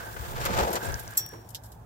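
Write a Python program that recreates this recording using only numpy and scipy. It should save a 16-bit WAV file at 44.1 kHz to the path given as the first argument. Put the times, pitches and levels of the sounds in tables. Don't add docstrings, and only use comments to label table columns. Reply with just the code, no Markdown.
import sys
import numpy as np
from scipy import signal
from scipy.fft import rfft, irfft, next_fast_len
from scipy.io import wavfile

SR = 44100
rng = np.random.default_rng(int(sys.argv[2]) if len(sys.argv) > 2 else 0)


def store_pcm(level_fs):
    pcm = np.round(np.clip(level_fs, -1, 1) * 32767).astype(np.int16)
    wavfile.write(sys.argv[1], SR, np.atleast_2d(pcm).T)


def volts_from_db(level):
    exponent = np.asarray(level, float) / 20
    return 10 ** exponent


N = 81585
LEFT_RIGHT = np.array([[0.5], [-0.5]])
HEADROOM = 40
DRAG_LEAD_MS = 0.38
LEAD_MS_PER_DB = 0.05


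def rms_one(x):
    return x / np.sqrt(np.mean(x ** 2) + 1e-20)


def in_time(rows):
    s, *columns = np.transpose(rows)
    return [np.interp(np.arange(N) / SR, s, c) for c in columns]


def colour(x, points):
    size = 4096
    hz, db = np.transpose(points)
    bins_hz = np.arange(size // 2 + 1) * SR / size
    log_gain = np.interp(np.log(bins_hz + 1), np.log(hz), db) * np.log(10) / 20
    cepstrum = irfft(log_gain)
    cepstrum[1:size // 2] *= 2
    cepstrum[size // 2 + 1:] = 0
    pulse = irfft(np.exp(rfft(cepstrum)))
    pulse /= np.sqrt(np.sum(pulse ** 2))
    pulse = pulse.reshape((1,) * (np.ndim(x) - 1) + (-1,))
    return signal.fftconvolve(x, pulse, axes=-1)[..., :np.shape(x)[-1]]


def drift(rate_hz):
    r = np.exp(-2 * np.pi * rate_hz / SR)
    noise = rng.standard_normal(N + SR)
    return rms_one(signal.lfilter([1], [1, -2 * r, r * r], noise)[SR:])


def peak(x, hz, width_hz):
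    r = np.exp(-np.pi * width_hz / SR)
    poles = [1, -2 * r * np.cos(2 * np.pi * hz / SR), r * r]
    return signal.lfilter([(1 - r * r) / 2, 0, (r * r - 1) / 2], poles, x)


def grains(per_s, spread_db):
    sizes = volts_from_db(spread_db * np.minimum(rng.exponential(1, N), 3))
    return sizes * rng.choice([-1, 1], N) * (rng.random(N) < per_s / SR)


def burst(t60, size, hold_s=0):
    t = np.arange(size) / SR
    decay = volts_from_db(-60 * np.maximum(t - hold_s, 0) / t60)
    return np.pad(rng.standard_normal((3, size)) * decay, ((0, 0), (HEADROOM, 0)))


def place(x, lead_ms, pan_db, alike=1, other=0):
    n = next_fast_len(len(x) + 64)
    cycles_per_sample = np.arange(n // 2 + 1) / n
    shift = np.exp(2j * np.pi * cycles_per_sample * SR * LEFT_RIGHT * lead_ms / 1000)
    shared = irfft(rfft(x, n) * shift, n)[:, :len(x)]
    return (np.sqrt(alike) * shared + np.sqrt(1 - alike) * other) * volts_from_db(LEFT_RIGHT * pan_db)


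def add(out, x, s):
    i = int(s * SR)
    out[:, i:i + x.shape[1]] += x[:, :max(N - i, 0)]


# (time [s], body level [dB], level of the 2-3.5 kHz part of the hiss [dB])
DRAG_STROKES = [(0.0, -45, -47), (0.018, -42.5, -51.5), (0.156, -49, -56), (0.172, -41.5, -50.5),
                (0.184, -49.5, -53.5), (0.352, -43, -49.5), (0.386, -38.5, -46.5), (0.442, -38.5, -42.5),
                (0.46, -31, -34.5), (0.512, -37.5, -44), (0.578, -29.5, -34), (0.592, -23.5, -33.5),
                (0.678, -29.5, -44.5), (0.688, -29, -43), (0.71, -31, -47), (0.764, -31, -37.5),
                (0.794, -36, -50.5), (0.822, -41, -50), (0.836, -31, -45.5), (0.976, -46.5, -52),
                (1.034, -47.5, -57), (1.15, -56, -55)]
# (frequency [Hz], half the width of each of two resonators in a row [Hz], level [dB])
PANEL_MODES = [(207, 40.8, -8), (341.4, 25.2, -6), (395, 38, -6.5), (474.4, 20, -1.5), (535.6, 35, -4),
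               (700, 100, -3.5), (788.6, 25, -8.5), (852.5, 48, -1.5), (983, 33, -8.5), (1170, 38, -36.5)]
# (frequency [Hz], relative level per Hz [dB])
FRICTION_COLOUR = [(700, -33), (1000, 3.5), (1230, 4.5), (1500, 1), (1900, -3), (2600, -5), (3300, -6.5),
                   (7700, -11.5), (9200, -21.5), (12900, -14.5), (16000, -18)]


def panel():
    body_db, hiss_db = in_time(DRAG_STROKES)
    after_s = np.maximum(np.arange(N) / SR - DRAG_STROKES[-1][0], 0)
    body_db = body_db - 20 * after_s
    hiss_db = hiss_db - 46.5 * after_s + 5

    bodies = []
    for slips in [grains(900, 4) for _ in range(3)]:
        body = np.zeros(N)
        for k, (hz, half_width_hz, db) in enumerate(PANEL_MODES):
            mode = peak(peak(slips, hz, 2 * half_width_hz), hz, 2 * half_width_hz)
            body += volts_from_db(db) * (-1) ** k * mode
        bodies.append(rms_one(body))
    body = place(bodies[0], DRAG_LEAD_MS, 2.5, alike=0.86, other=np.array(bodies[1:]))

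    rough = [0.85 * rms_one(grains(1900, 1.9)) + 0.5 * rng.standard_normal(N) for _ in range(3)]
    hiss = colour(rough, FRICTION_COLOUR) * volts_from_db(2.2 * drift(60))
    low = signal.sosfilt(signal.butter(4, 1500, "low", fs=SR, output="sos"), hiss)
    high = signal.sosfilt(signal.butter(4, 1500, "high", fs=SR, output="sos"), hiss)
    hiss = place(low[0], DRAG_LEAD_MS, 0.54, alike=0.88, other=low[1:])
    hiss = hiss + place(high[0], DRAG_LEAD_MS, 0.5, alike=0.15, other=high[1:])
    return volts_from_db(body_db + 1.5 * drift(18)) * body + volts_from_db(hiss_db) * hiss


# (time [s], level of the thin line [dB], centre [Hz])
HINGE_RASP = [(0, -45.5, 1562), (.11, -52, 1610), (.15, -56.5, 1569), (.21, -56.5, 1583), (.3, -65, 1634),
              (.42, -52, 1647), (.7, -64, 1563), (.76, -52.5, 1540), (.88, -48, 1580), (.99, -48.5, 1575),
              (1.05, -60.5, 1593), (1.12, -53, 1626), (1.25, -60, 1684), (1.38, -65.5, 1660),
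              (1.45, -82, 1613), (1.65, -69, 1580), (1.85, -93, 1590)]


def hinge():
    db, hz = in_time(HINGE_RASP)
    wander_hz = 20 * drift(9)
    phase = 2 * np.pi * np.cumsum(hz + wander_hz) / SR
    bands = []
    for _ in range(3):
        band = np.zeros(N)
        for spread_hz, part_db in ((45, 0), (190, 1.5)):
            band += volts_from_db(part_db) * (drift(spread_hz) * np.cos(phase) + drift(spread_hz) * np.sin(phase))
        bands.append(band)
    flutter_db = 2.5 * drift(28.8)
    return volts_from_db(db + flutter_db) * place(bands[0], -0.14, -6, alike=0.92, other=np.array(bands[1:]))


# (time [s], level [dB], centre [Hz], t60 [s], pan to left [dB])
SHEET_KNOCKS = [(.165, -37.5, 1320, 0.057, 8.5), (.411, -38, 198, 0.037, 4), (.495, -42.5, 211, 0.11, -20),
                (0.755, -36, 1760, 0.098, 3), (1.328, -45, 356, 0.47, 1.5),
                (1.334, -45.5, 890, 0.14, -11.5)]


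def knocks():
    out = np.zeros((2, N))
    grid_hz = np.geomspace(50, 17000, 24)
    for s, db, hz, t60, pan_db in SHEET_KNOCKS:
        steepness = np.where(grid_hz < hz, 1.22, 1)
        tone_db = -12 / 0.73 * np.abs(np.log2(grid_hz / hz)) * steepness
        x = colour(burst(t60, size=12000), np.c_[grid_hz, tone_db])
        add(out, volts_from_db(db) * place(x[0], DRAG_LEAD_MS, pan_db, 0.9, x[1:]), s - HEADROOM / SR)
    return out


# (time [s], level [dB])
GRIT_FLOW = [(0.0, -47.5), (0.318, -46.5), (0.572, -50), (0.792, -46), (0.922, -44.5), (1.132, -53.5),
             (1.288, -56.5), (1.592, -64), (1.72, -59.5), (1.85, -72.5)]
# (frequency [Hz], relative level per Hz [dB])
GRIT_COLOUR = [(1470, -41.5), (2500, -25), (3440, 3.5), (3890, -8), (5520, -3), (6450, -1.5), (8020, -1.5),
               (9810, -2.5), (12300, 1), (16000, 3)]


def trickle():
    db, = in_time(GRIT_FLOW)
    fine = []
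    for _ in range(3):
        grit = grains(5000, 3) + 2.1 * rng.standard_normal(N)
        fine.append(rms_one(colour(grit, GRIT_COLOUR)))
    clumps_db = 2 * drift(31)
    return volts_from_db(db + clumps_db) * place(fine[0], 0.13, -0.4, alike=0.27, other=np.array(fine[1:]))


# (time [s], nominal peak level [dB], centre [Hz], t60 after a short hold [s], pan to left [dB])
FLAKE_HITS = [(0.1281, -41, 5540, 0.038, 0.5), (0.405, -35.5, 4920, 0.14, 4.5),
              (0.4524, -20.5, 13000, 0.034, 2.5), (0.7038, -33, 14900, 0.054, -5),
              (0.7299, -22, 11570, 0.061, 3), (0.7555, -22.5, 5340, 0.034, 0),
              (0.8285, -36, 7600, 0.17, -11), (0.995, -30, 12400, 0.043, -3),
              (1.1064, -40, 12040, 0.046, -6.5), (1.3364, -46.5, 5620, 0.038, -4.5),
              (1.49, -39.5, 13000, 0.049, 8.5), (1.5049, -39.5, 12400, 0.05, 7.5),
              (1.547, -26.5, 3620, 0.069, -1), (1.6362, -42.5, 7640, 0.091, 2),
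              (1.6574, -42, 12100, 0.074, -1), (1.7191, -42, 7750, 0.064, -1.5)]
# (frequency [Hz], relative level per Hz [dB])
FLAKE_COLOUR = [(1200, -30), (1600, -15), (2600, -16.5), (2950, -8.5), (5500, -4.5), (8400, -5.5),
                (9700, -7.5), (12900, 3), (15500, -15), (17000, -26)]
# (frequency [Hz], relative level [dB], t60 [s])
SHEET_MODES = [(3042, -3, .04), (3235, -6, .04), (3833, -3, .03), (4150, -6, .04), (5136, -4, .03),
               (5588, -4, .03), (6799, -3, .035), (7375, -3, .03), (7924, -6, .035), (8387, -5, .03)]


def flakes():
    out = np.zeros((2, N))
    grid_hz = np.geomspace(1000, 17000, 48)
    colour_hz, colour_db = np.transpose(FLAKE_COLOUR)
    common_db = np.interp(np.log(grid_hz), np.log(colour_hz), colour_db)
    for s, db, hz, t60, pan_db in FLAKE_HITS:
        tone_db = common_db + 10 * np.exp(-0.5 * np.log2(grid_hz / hz) ** 2)
        noise = burst(t60, size=6000, hold_s=0.11 * t60)
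        snap = volts_from_db(7.5) * burst(0.008, size=6000)
        tick = colour(noise + snap, np.c_[grid_hz, tone_db])
        x = tick
        for mode_hz, mode_db, mode_t60 in SHEET_MODES:
            gain = volts_from_db(7 + mode_db + rng.normal(0, 3))
            x = x + gain * peak(tick, mode_hz, np.log(1000) / np.pi / mode_t60)
        stereo = place(x[0], LEAD_MS_PER_DB * pan_db, pan_db, 0.25, x[1:])
        add(out, volts_from_db(db - 11) * stereo, s - HEADROOM / SR)
    return out


# (time [s], nominal peak level [dB], centre [Hz], width [octaves],
# pan to left [dB])
GRIT_TICKS = [(0.512, -39, 12000, 1.2, -8), (0.8559, -25.5, 8200, 0.31, -5), (0.869, -30.5, 7540, 0.7, -8),
              (.889, -32.5, 9000, 0.57, -2.5), (0.9215, -34.5, 8060, 0.61, -12),
              (0.9424, -27, 5450, 0.39, 5.5), (1.034, -34.5, 11360, 0.29, 3.5),
              (1.078, -28, 5750, 0.82, 2.5), (1.126, -35, 12100, 0.21, 1), (1.1373, -35.5, 9000, 3.7, -0.5),
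              (1.255, -43, 13500, .4, 8), (1.254, -48, 3620, 0.44, -1.5), (1.263, -25.5, 12300, 0.4, 6.5),
              (1.263, -39, 4500, 1.3, -1), (1.264, -34, 7750, 0.056, 7), (1.29, -33.5, 12100, 0.98, 5.5),
              (1.429, -61, 9000, 0.77, 3), (1.49, -36.5, 7000, .6, 6.5), (1.542, -50, 5070, 1, -0.5),
              (1.637, -46, 7750, 0.092, 4.5)]


def ticks():
    out = np.zeros((2, N))
    grid_hz = np.geomspace(1000, 17000, 40)
    for s, db, hz, octaves, pan_db in GRIT_TICKS:
        tone_db = np.maximum(-12 * (np.log2(grid_hz / hz) / octaves) ** 2, -45)
        noise = burst(0.007, size=2000) + volts_from_db(-20) * burst(0.035, size=2000)
        x = colour(noise, np.c_[grid_hz, tone_db])
        stereo = place(x[0], LEAD_MS_PER_DB * pan_db, pan_db)
        add(out, volts_from_db(db - 2) * stereo, s - HEADROOM / SR)
    return out


# (time [s], level [dB])
PART_CONTACTS = [(1.1718, -31), (1.1743, -27), (1.1757, -22)]
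PART_MODES_HZ = [2622, 3321, 3596, 3822, 4221, 4650, 5120, 5619, 5741, 6400, 7058, 7536, 7738, 8436, 8856,
                 9835, 10700, 11150, 11645, 12150, 12598, 12816, 13350, 13860, 14310, 14970, 15600]
# (level over the contact [dB], t60 [s], pan to left [dB])
PART_RINGING = [(-26, 0.2, -8), (-22.5, 0.3, -4.5), (-33, 0.22, -6), (-23, 0.15, -6), (-16.5, 0.1, -5.5),
                (-29, 0.08, -4), (-28.5, 0.27, -5), (-15, 0.49, 5), (-18.5, 0.21, -19.5), (-25, 0.05, 2.5),
                (-12.5, 0.095, -4), (2.5, 0.076, -15), (-8, 0.085, -4), (-17, 0.08, -12), (-16, 0.099, -8),
                (-21, 0.16, -10), (-7.5, .05, -5), (-17, .06, 10), (-0.5, 0.037, -10), (-6, 0.05, 1),
                (-10, 0.052, 19), (-4, 0.064, 13), (-4.5, .06, 10.5), (-18, .07, 12.5), (-16, 0.22, -1),
                (-8, .09, 7), (-12, 0.069, 11)]
# (frequency [Hz], relative level per Hz [dB])
CRACK_COLOUR = [(1470, -52), (2500, -43), (4780, -17.5), (5590, -14.5), (7490, -12), (8980, -15.5),
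                (12700, -7), (16500, -18)]


def clink():
    lead_ms = -0.16
    out = np.zeros((2, N))
    t = np.maximum(np.arange(SR + HEADROOM) - HEADROOM, 0) / SR
    t_ears = t + LEFT_RIGHT * lead_ms / 1000
    for s, db in PART_CONTACTS:
        ring = np.zeros((2, len(t)))
        for hz, (mode_db, t60, pan_db) in zip(PART_MODES_HZ, PART_RINGING):
            level_db = mode_db + rng.normal(0, 1.2) - 60 * t / t60 + LEFT_RIGHT * pan_db
            ring += volts_from_db(level_db) * np.sin(2 * np.pi * hz * t_ears)
        noise = volts_from_db(1.5) * burst(0.028, size=SR) + volts_from_db(-7) * burst(0.12, size=SR)
        crack = colour(noise, CRACK_COLOUR)
        crack = place(crack[0], lead_ms, 2.5, 0.3, crack[1:])
        add(out, volts_from_db(db) * (ring * (t > 0) + crack), s - HEADROOM / SR)
    return out


# (time [s], level [dB], frequency [Hz], t60 [s], pan to left [dB])
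LOW_THUMPS = [(0.199, -27.5, 63, 0.19, 4), (0.379, -48, 50.5, 0.14, 9), (.497, -20, 190, .04, -6),
              (.513, -21.5, 181, 0.039, -12), (0.546, -33, 68.4, 0.075, -23),
              (0.617, -24, 65.7, 0.22, -7.5), (0.886, -32.5, 63.7, 0.14, 30)]


def thumps():
    out = np.zeros((2, N))
    t = np.arange(SR // 2) / SR
    for s, db, hz, t60, pan_db in LOW_THUMPS:
        rise = 1 - np.exp(-t / 0.004)
        x = rise * volts_from_db(db - 60 * t / t60) * np.sin(2 * np.pi * hz * t)
        add(out, x * volts_from_db(LEFT_RIGHT * pan_db), s)
    return out


# (time [s], level [dB], pan to left [dB])
WIND_GUSTS = [(0, -52, -10), (.2, -45.5, 10.5), (.3, -41.5, -8.5), (.42, -34.5, -3), (.5, -36, -14),
              (.6, -34, 0), (.7, -43, 0), (.8, -50, -2), (.9, -33.5, 15.5), (1.0, -48.5, 4),
              (1.08, -46.5, 1.5), (1.14, -63, -13), (1.5, -70, .5), (1.85, -91, -7)]
# (frequency [Hz], relative level per Hz [dB])
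GUST_COLOUR = [(15, -39), (28, -10), (45, -9.5), (65, -4), (90, -11.5), (130, -7), (200, -25), (300, -31),
               (600, -73)]


def wind():
    db, pan_db = in_time(WIND_GUSTS)
    low = colour(rng.standard_normal((2, N + 4096)), GUST_COLOUR)[:, 4096:]
    return volts_from_db(db + LEFT_RIGHT * pan_db) * low


# (frequency [Hz], relative level per Hz [dB])
TRAFFIC_COLOUR = [(25, -80.5), (55, 6), (90, 2), (130, 1), (200, -6), (260, -12.5), (500, -15.5),
                  (900, -10.5), (1150, -20.5), (1750, -25), (1950, -30.5), (3000, -37), (16000, -41.5)]


def distance():
    engine_hz, engine_db, waver_hz = 109.1, -49.5, 1.5
    throbs_per_s, throb_peak_s, throb_depth = 7.05, 1.235, 0.86
    t = np.arange(N) / SR
    throb = 1 + throb_depth * np.cos(2 * np.pi * throbs_per_s * (t - throb_peak_s))
    note = throb * np.sin(2 * np.pi * np.cumsum(engine_hz + waver_hz * drift(3)) / SR)

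    noise = colour(rng.standard_normal((3, N + 4096)), TRAFFIC_COLOUR)[:, 4096:]
    low = signal.sosfilt(signal.butter(2, 710, fs=SR, output="sos"), noise)
    high = (noise[1:] - low[1:]) * volts_from_db([[-1.5], [1.5]])
    traffic = high + place(low[0], 0.046, 0.2)
    return volts_from_db(engine_db) * note + volts_from_db(-50) * traffic


def scene():
    lid = panel() + hinge() + knocks()
    debris = trickle() + flakes() + ticks() + clink()
    return lid + debris + thumps() + wind() + distance()


def top_cut(x):
    return signal.sosfilt(signal.butter(12, 16830, fs=SR, output="sos"), x)


def record(dry):
    low_pass = signal.cheby2(12, 60, 16700, fs=SR, output="sos")
    mix = signal.sosfilt(low_pass, dry)
    return top_cut(mix)


dry = scene()
out = record(dry)
store_pcm(out)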